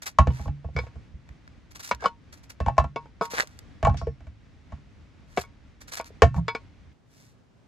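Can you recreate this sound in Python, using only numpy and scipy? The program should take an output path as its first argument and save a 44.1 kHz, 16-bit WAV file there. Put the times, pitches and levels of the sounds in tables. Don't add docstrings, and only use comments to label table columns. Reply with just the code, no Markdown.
import sys
import numpy as np
from scipy import signal
from scipy.fft import rfft, irfft, next_fast_len
from scipy.io import wavfile
from scipy.ndimage import uniform_filter1d

SR = 44100
rng = np.random.default_rng(int(sys.argv[2]) if len(sys.argv) > 2 else 0)


def put_to_file(sound):
    columns = np.atleast_2d(sound).T
    safe = np.clip(columns, -1, 1)
    whole_steps = np.round(safe * 32767)
    wavfile.write(sys.argv[1], SR, whole_steps.astype(np.int16))


N = 338247
T = np.arange(int(.4 * SR)) / SR

# f/Hz, relative level per Hz/dB
EARLY_AIR = [(15, -42), (25, -13), (76, -7), (145, -14.5), (293, -19.5), (354, -27), (911, -34.5),
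             (2160, -35), (2760, -39), (6210, -48), (7310, -53.5), (16000, -80)]
LATE_AIR = [(15, -60.5), (25, -19), (127, -4), (195, -14), (249, -10.5), (326, -19.5), (363, -18),
            (6560, -42.5), (16000, -67)]
EARLY_AIR_DB, LATE_AIR_DB = -52, -58.5
CHANGE_S = 6.93

# t/s, length/s, treble level/dB
JERKS = [(0.018, 0.0054, -37), (0.056, 0.018, -33.5), (1.705, 0.008, -53.5), (1.747, 0.012, -44.5),
         (1.79, 0.014, -44.5), (2.322, 0.008, -47), (2.367, 0.0076, -56), (2.427, 0.013, -58),
         (2.493, 0.0095, -45.5), (3.299, 0.023, -42), (5.804, 0.013, -48.5), (5.874, 0.012, -45),
         (5.962, 0.014, -39), (6.05, 0.025, -53)]
JERK_EDGE_S, JERK_DEPTH_DB = 0.012, -1
# t/s, length/s, final treble level/dB, build-up/dB (negative: easing),
# depth/dB (gain of the low crunch)
SLICES = [(1.823, 0.072, -44.5, -1.5, -21), (1.996, 0.075, -49.5, 11, 28), (3.213, 0.043, -47, 3, 3),
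          (3.327, 0.095, -41, 2, 7), (5.36, 0.058, -44.5, 3, -4), (5.913, 0.03, -43, -2.5, -1)]
SLICE_EDGE_S = 0.012
# t of the middle/s, length/s, treble level/dB, depth/dB
RUBS = [(0.393, 0.27, -56, 5.5), (0.812, 0.22, -63, 30), (3.5, 0.4, -68.5, 6), (5.347, 0.21, -65.5, 4),
        (6.374, 0.08, -59, -7), (7.21, 0.34, -63.5, -14)]
# f/Hz, relative level per Hz/dB
CRUNCH = [(150, -27), (480, -3.5), (950, 0.5), (1650, 4.5), (2300, 2), (2900, -5.5), (5000, -2), (6300, -2),
          (7500, -7.5), (10000, -10), (12500, -10.5), (16000, -25.5)]

# t/s, ring level/dB, hardness/dB (clack over ring), f of the contact/Hz,
# weight/dB (thud over ring)
DROPS = [(0.186, -7.5, -13.5, 988, -2.5), (0.271, -24.5, -11.5, 498, 10), (0.395, -42.5, -10, 820, 14),
         (0.457, -38, -19.5, 520, 13), (0.478, -36.5, -11.5, 840, 15.5), (0.644, -39.5, -21.5, 470, 11.5),
         (0.686, -47, -23, 517, 10), (0.956, -51, -9.5, 453, 17), (2.602, -28, -9, 595, 7.5),
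         (2.6617, -24, -13.5, 897, 5), (2.682, -15.5, -21.5, 890, -11), (2.768, -44, -7, 1200, -15),
         (2.78, -9.5, -14, 1060, -6), (2.798, -23.5, -14, 1032, -4.5), (2.841, -28.5, -15, 1000, 1.5),
         (3.8282, -22.5, -10.5, 634, 6.5), (3.849, -17, -10, 1125, -2), (3.8701, -13.5, -20.5, 840, -17),
         (3.895, -30.5, -12, 1077, 14), (3.926, -47, -11, 850, -4), (3.942, -35, -12, 710, 9),
         (4.014, -34, -15.5, 653, 8), (4.069, -23.5, -27, 456, -2), (4.205, -54, -3.5, 650, 14.5),
         (4.268, -51, -4, 655, 7), (4.721, -41.5, -11.5, 915, 10), (6.103, -46, -30, 400, -10),
         (6.22, -7, -6.5, 448, -3.5), (6.23, -12, -12.5, 692, 0.5), (6.343, -35, -9.5, 914, 3),
         (6.362, -38, -11, 800, -1), (6.3776, -36, -18.5, 940, 7), (6.394, -46, -15, 685, 14)]
# f/Hz, relative level/dB, t60/s
BASIN = [(250, -11.5, 0.061), (458, 4.5, 0.028), (554, -18.5, 0.05), (631, -2, 0.055), (680, -1.5, 0.084),
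         (815, -5.5, 0.11), (912, -2.5, 0.035), (1094, -4, 0.14), (1373, -13.5, 0.12), (1550, -4.5, 0.025),
         (1756, -16.5, 0.14), (1795, -16, 0.18), (1970, -29.5, .06), (2282, -12.5, 0.08),
         (2655, -18.5, 0.17), (2900, -20.5, 0.08), (3040, -23.5, 0.11), (3218, -26.5, .08),
         (4280, -30, 0.062)]
LOADED_S, LOADED_RING = 4.1, .8
# f/Hz, relative level per Hz/dB
CONTACT = [(100, -16.5), (220, -7.5), (340, -19.5), (480, -2), (1000, -7), (1600, -13.5), (3000, -23),
           (5500, -21), (7500, -23), (9000, -42.5), (16000, -46.5)]
DROP_TICK_DB, KNOCK_TICK_DB = -13.5, -13.5
TOP_HZ = 15950

TABLE_HZ, THUD_SWELL_S = 73, .013
THUD_LAG_S = 0.0053
ROCK_S, ROCK_DB = .057, -23.5
# t/s, level of the swing/dB, f/Hz, swell/s
BUMPS = [(0.206, -18.5, 70.4, 0.011), (0.751, -30.5, 139, 0.013), (0.762, -23, 80, 0.014),
         (0.79, -30, 69.7, 0.024), (1.14, -35, 64, 0.01), (1.293, -38.5, 60, 0.017),
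         (1.927, -41, 65, 0.028), (3.884, -16.5, 105, 0.0065), (4.269, -35.5, 74, 0.017),
         (5.385, -36, 78.6, 0.013), (6.356, -21.5, 70, 0.015), (6.372, -23.5, 165, 0.028),
         (6.388, -38, 116.5, 0.024)]

# t/s, ring level/dB, hardness/dB (clack over ring),
# f of the piece/Hz, relative level of the piece/dB, factor on the blade's t60, f of the free blade/Hz
KNOCKS = [(0.304, -39.5, -11.5, 517, -13, 0.73, 2960), (0.764, -30.5, 0, 1100, -4.5, 1.5, 2200),
          (0.775, -33, -15, 1060, 3, 0.7, 2500), (0.788, -30, 0, 498, 4, 0.6, 2343),
          (0.836, -48, -31, 757, 0, 0.77, 2230), (0.867, -47, -5.5, 494, 7, 1.1, 2570),
          (1.912, -20.5, -3, 977, 10, 0.75, 1428), (2.024, -36, -11, 1094, 0, 1.5, 1580),
          (2.041, -27.5, -9, 750, 8, 0.35, 1600), (2.047, -27.5, -11.5, 1140, -6.5, 0.95, 1330),
          (2.057, -15.5, -8.5, 1103, 8.5, 0.86, 2990), (2.96, -27, -7, 1118, -11, 0.94, 2630),
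          (3.056, -49, -13, 870, 4, 0.41, 1480), (3.211, -21, -13.5, 974, -1.5, 1.42, 1284),
          (3.335, -32, -18.5, 470, 5, 0.4, 1440), (3.433, -41, -16, 607, 5, 0.48, 1210),
          (5.373, -21.5, -7, 712, 13, 0.62, 2262), (5.377, -22.5, -26, 394, -1, 0.49, 2360),
          (5.436, -50.5, -2, 1050, -8, 1.1, 2200), (5.998, -28.5, -9, 651, 5, 0.76, 2390),
          (6.481, -28.5, 1.5, 915, -9, 1.12, 2243), (6.5495, -29, -1.5, 950, -9.5, 0.9, 2423)]
# f/Hz, relative level/dB, t60/s
KNIFE = [(190, -17, .06), (450, -2, 0.084), (530, -14, 0.03), (680, -5, 0.056), (838, -9, 0.023),
         (1100, -7, 0.13), (1310, -15, 0.04), (935, -8, 0.22), (1448, -10, 0.1), (1760, -19, 0.07),
         (2020, -19, 0.06), (2250, -7, 0.07), (2560, -18, 0.09), (3400, -20, 0.08), (3600, -20, .08),
         (4205, -9, 0.1), (4960, -8, 0.11), (5340, -17, 0.08)]
# f/Hz, relative level/dB, t60/s
BLADE = [(2640, -8, 0.12), (4100, -17, 0.14), (4600, -14, 0.25), (5470, -14.5, 0.41)]
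PIECE_T60, FREE_BLADE_DB, FREE_BLADE_T60 = 0.039, -5, 0.075
KNIFE_LOWEST_HZ = 144
PING_S, PING_DB = 3.9705, -47

# t/s, level/dB, depth/dB (gain of the low crunch)
CRACKS = [(1.29, -50, 19), (1.477, -46, 23.5), (1.805, -42, -17), (1.865, -49, -5), (1.8914, -42, -4),
          (1.948, -41, -1), (3.377, -30.5, 15), (3.3826, -25, 22), (3.389, -23.5, 13), (3.3956, -29.5, 15),
          (3.399, -20.5, 14), (3.4052, -17.5, 13), (3.473, -46, -10), (3.59, -43.5, -15.5),
          (5.399, -44, -6), (5.936, -37, -5), (5.9443, -38, -7), (5.954, -37, 0), (5.9845, -38, 3),
          (5.994, -43, 0), (6.012, -45, -13), (6.044, -49, -4)]
SPLIT_HZ, SPLIT_WIDTH_HZ, SPLIT_DB = 1720, 350, 8

# t/s, length/s, level/dB, f of the split/Hz, bandwidth/Hz
TEARS = [(1.988, .058, -39, 1610, 130), (3.352, .058, -33, 1730, 380)]
TEAR_BUILD_DB = 17


def undb(db):
    return 10 ** (np.asarray(db) / 20)


def fade(t60):
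    return np.exp(-np.log(1000) * T / t60)


def band(x, lo_hz, hi_hz):
    sos = signal.butter(3, [lo_hz, min(hi_hz, SR / 2 - 1)], "band", fs=SR, output="sos")
    return signal.sosfilt(sos, x)


def colour(x, points):
    hz, db = np.transpose(points)
    size = next_fast_len(x.shape[-1])
    f = np.maximum(np.fft.rfftfreq(size, 1 / SR), 1)
    gain = undb(np.interp(np.log(f), np.log(hz), db))
    return irfft(rfft(x, size) * gain, size)[..., :x.shape[-1]]


def level(x, db):
    power = uniform_filter1d(x.mean(axis=0) ** 2, size=220, mode="constant")
    return x * undb(db) / np.sqrt(power.max())


def noise(count, spread):
    mid, side = rng.standard_normal((2, count))
    return np.array([mid + spread * side, mid - spread * side])


def add(out, s, x):
    i = max(0, int(s * SR))
    out[:, i:i + x.shape[-1]] += x[:, :N - i]


def garden(waver_db=1.5):
    t = np.arange(N) / SR
    early, late = colour(noise(N, 0.58), EARLY_AIR), colour(noise(N, 0.74), LATE_AIR)
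    early = early / early.std() * undb(EARLY_AIR_DB)
    late = late / late.std() * undb(LATE_AIR_DB)
    air = np.where(t < CHANGE_S, early, late)
    count = N // 4096
    waver = np.interp(t, np.linspace(0, t[-1], count), rng.standard_normal(count))
    return air * undb(waver_db * waver)


def flesh(x, depth_db):
    x = colour(x, CRUNCH)
    body = signal.sosfilt(signal.butter(1, 2600, fs=SR, output="sos"), x)
    return x + (undb(depth_db) - 1) * body


def cells(depth_db, slip_db, cells_per_s=4000):
    count = len(T)
    cell_db, juice = 5.5, .35
    sizes = undb(cell_db * np.minimum(rng.exponential(size=count), 3))
    sizes = rng.choice([-1, 1], count) * sizes
    bursts = (rng.random(count) < cells_per_s / SR) * sizes
    sides = 1 + 0.3 * rng.standard_normal(count) * np.array([[1], [-1]])
    bursts = bursts / bursts.std() * sides
    x = flesh(bursts + juice * noise(count, 1.0), depth_db)
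    x = x / band(x, 3400, 16000).std()
    slips = np.interp(T, np.linspace(0, T[-1], count // 96), rng.standard_normal(count // 96))
    return x * undb(slip_db * slips)


def push(length_s, edge_s):
    return np.minimum(T / edge_s, 1) * np.exp(-np.maximum(T - length_s, 0) / edge_s)


def swell(t, length_s):
    return np.sin(np.pi * np.clip(t / length_s, 0, 1)) ** 2


def cutting():
    out = np.zeros((2, N))
    for s, length_s, db in JERKS:
        add(out, s, cells(JERK_DEPTH_DB, slip_db=-0.5) * push(length_s, JERK_EDGE_S) * undb(db))
    for s, length_s, db, build_db, depth_db in SLICES:
        force_db = np.interp(T, [0, length_s], [db - build_db, db])
        add(out, s, cells(depth_db, slip_db=3.0) * push(length_s, SLICE_EDGE_S) * undb(force_db))
    for s, length_s, db, depth_db in RUBS:
        add(out, s - length_s / 2, cells(depth_db, slip_db=-1.0) * swell(T, length_s) * undb(db))
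    return out


def ring(modes, scatter_db, spread):
    out = 0
    for hz, db, t60 in modes:
        size, detune, skew = rng.standard_normal(3)
        phase = rng.uniform(0, 2 * np.pi) + spread * np.array([[1], [-1]]) * np.tanh(2 * skew)
        tone = np.sin(2 * np.pi * hz * (1 + 0.0027 * detune) * T + phase)
        out = out + undb(db + scatter_db * size) * fade(t60) * tone
    return out


def resonate(x, hz, width_hz, boost_db):
    b, a = signal.iirpeak(hz, hz / width_hz, fs=SR)
    return x + undb(boost_db) * signal.lfilter(b, a, x)


def blow(modes, hz, lowest_hz, ring_db, clack_db, tick_db, rattle_db, rattle_t60, own_db, own_width_hz):
    rattle = colour(noise(len(T), 0.39), CONTACT)
    rattle = rattle * (fade(rattle_t60) + undb(-23.0) * fade(0.064))
    x = level(ring(modes, scatter_db=2.5, spread=0.3), 0) + level(rattle, rattle_db)
    x = x * (1 - np.exp(-T / 0.00017))
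    x = resonate(x, hz, own_width_hz, own_db) * (1 + .5 * fade(0.084))
    reach_hz = max(np.interp(clack_db - ring_db, [-28, -16], [650, 1300]), 1.2 * hz)
    low = band(x, lowest_hz, reach_hz)
    middle, high = band(x, 1300, 3400), band(x, 3400, 16000)
    high = high * (1 + 1.5 * fade(0.026))
    return level(low, ring_db) + level(middle, clack_db) + level(high, tick_db)


def steel(x, wet_db, t60, count=160):
    hz, phase = rng.uniform(1300, 8500, count), rng.uniform(0, 2 * np.pi, count)
    shimmer = np.sin(2 * np.pi * hz[:, None] * T + phase[:, None]).sum(axis=0) * fade(t60)
    shimmer = shimmer / np.sqrt(np.sum(shimmer ** 2))
    wet = signal.fftconvolve(x, shimmer[None], axes=1)[:, :x.shape[-1]]
    return x + undb(wet_db) * wet


def chunks():
    out = np.zeros((2, N))
    for s, db, hard_db, hz, _ in DROPS:
        clack_db = db + hard_db
        load = LOADED_RING if s > LOADED_S else 1
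        modes = [(f, mode_db, t60 * load) for f, mode_db, t60 in BASIN]
        lowest_hz = np.interp(hz, [450, 1000], [300, 620])
        hit = blow(modes, hz, lowest_hz, db, clack_db, clack_db + DROP_TICK_DB,
                   rattle_db=-5.0, rattle_t60=0.082, own_db=8.5, own_width_hz=38)
        add(out, s, hit)
    return steel(out, wet_db=-16.0, t60=0.13)


def thud(db, hz, swell_s, overtone_db=-15, overtone_t60=0.4, shudder_db=-12):
    sides = np.array([[.2], [-.2]])
    envelope = (T / swell_s) ** 0.99 * np.exp(-1.5 * T / swell_s)
    swing = envelope * np.sin(2 * np.pi * hz * T + sides)
    onset = 1 - np.exp(-T / swell_s)
    overtone = onset * fade(overtone_t60) * np.sin(2 * np.pi * rng.uniform(105, 145) * T + sides)
    shudder = band(noise(len(T), 0.13) * fade(0.15), 75, 230)
    return level(swing, db) + level(overtone, db + overtone_db) + level(shudder, db + shudder_db)


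def table(pan_db=-2):
    out = np.zeros((2, N))
    for s, db, _, _, weight_db in DROPS:
        thud_s, thud_db = s + THUD_LAG_S, db + weight_db
        add(out, thud_s, thud(thud_db, TABLE_HZ, THUD_SWELL_S))
        add(out, thud_s + ROCK_S, thud(thud_db + ROCK_DB, TABLE_HZ, THUD_SWELL_S))
    for s, db, hz, swell_s in BUMPS:
        add(out, s, thud(db, hz, swell_s))
    return out * undb(np.array([[pan_db], [-pan_db]]) / 2)


def knife():
    out = np.zeros((2, N))
    for s, db, hard_db, hz, piece_db, free, blade_hz in KNOCKS:
        blade = KNIFE + [(blade_hz, FREE_BLADE_DB, FREE_BLADE_T60)]
        modes = [(f, mode_db, t60 * free) for f, mode_db, t60 in blade]
        modes = modes + [(hz, piece_db, PIECE_T60)]
        clack_db = db + hard_db
        hit = blow(modes, hz, KNIFE_LOWEST_HZ, db, clack_db, clack_db + KNOCK_TICK_DB,
                   rattle_db=-6.5, rattle_t60=0.073, own_db=-4, own_width_hz=27)
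        add(out, s, hit)
    ping = ring(BLADE, scatter_db=1, spread=.6)
    touch = band(noise(len(T), 1.0), 900, 5900) * fade(0.16)
    add(out, PING_S, level(level(ping, 0) / 2 + level(touch, 0), PING_DB))
    return steel(out, wet_db=-8, t60=0.063)


def crack(db, depth_db, t60=0.012, tail_db=-24):
    decay = fade(t60) + undb(tail_db) * fade(0.105)
    click = flesh(noise(len(T), 0.36) * decay, depth_db)
    return level(click * fade(0.25), db)


def cracking():
    out = np.zeros((2, N))
    for s, db, depth_db in CRACKS:
        x = crack(db, depth_db)
        if depth_db > 0:
            x = level(resonate(x, SPLIT_HZ, SPLIT_WIDTH_HZ, SPLIT_DB), db)
        add(out, s, x)
    return out


def tearing():
    out = np.zeros((2, N))
    for s, length_s, db, hz, width_hz in TEARS:
        creak = band(cells(0, slip_db=4.0), hz - width_hz / 2, hz + width_hz / 2)
        force_db = np.interp(T, [0, length_s], [-TEAR_BUILD_DB, 0])
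        add(out, s, level(creak * push(length_s, JERK_EDGE_S) * undb(force_db), db))
    return out


def scene():
    crunch = cutting() + tearing() + cracking()
    bounce = 0.044 * np.roll(crunch, int(.0021 * SR), axis=1)
    left, right = steel(crunch + bounce, wet_db=-16, t60=0.037)
    crunch = np.array([np.roll(left, 12), right])
    struck = (chunks() + knife()) * undb([[.5], [-.5]])
    return crunch + struck + table() + garden()


def record(dry):
    x = signal.sosfilt(signal.butter(3, 36, "high", fs=SR, output="sos"), dry)
    rounded = x / (1 + x ** 8) ** (1 / 8)
    return signal.sosfilt(signal.ellip(8, .2, 70, TOP_HZ, fs=SR, output="sos"), rounded)


dry = scene()
out = record(dry)
put_to_file(out)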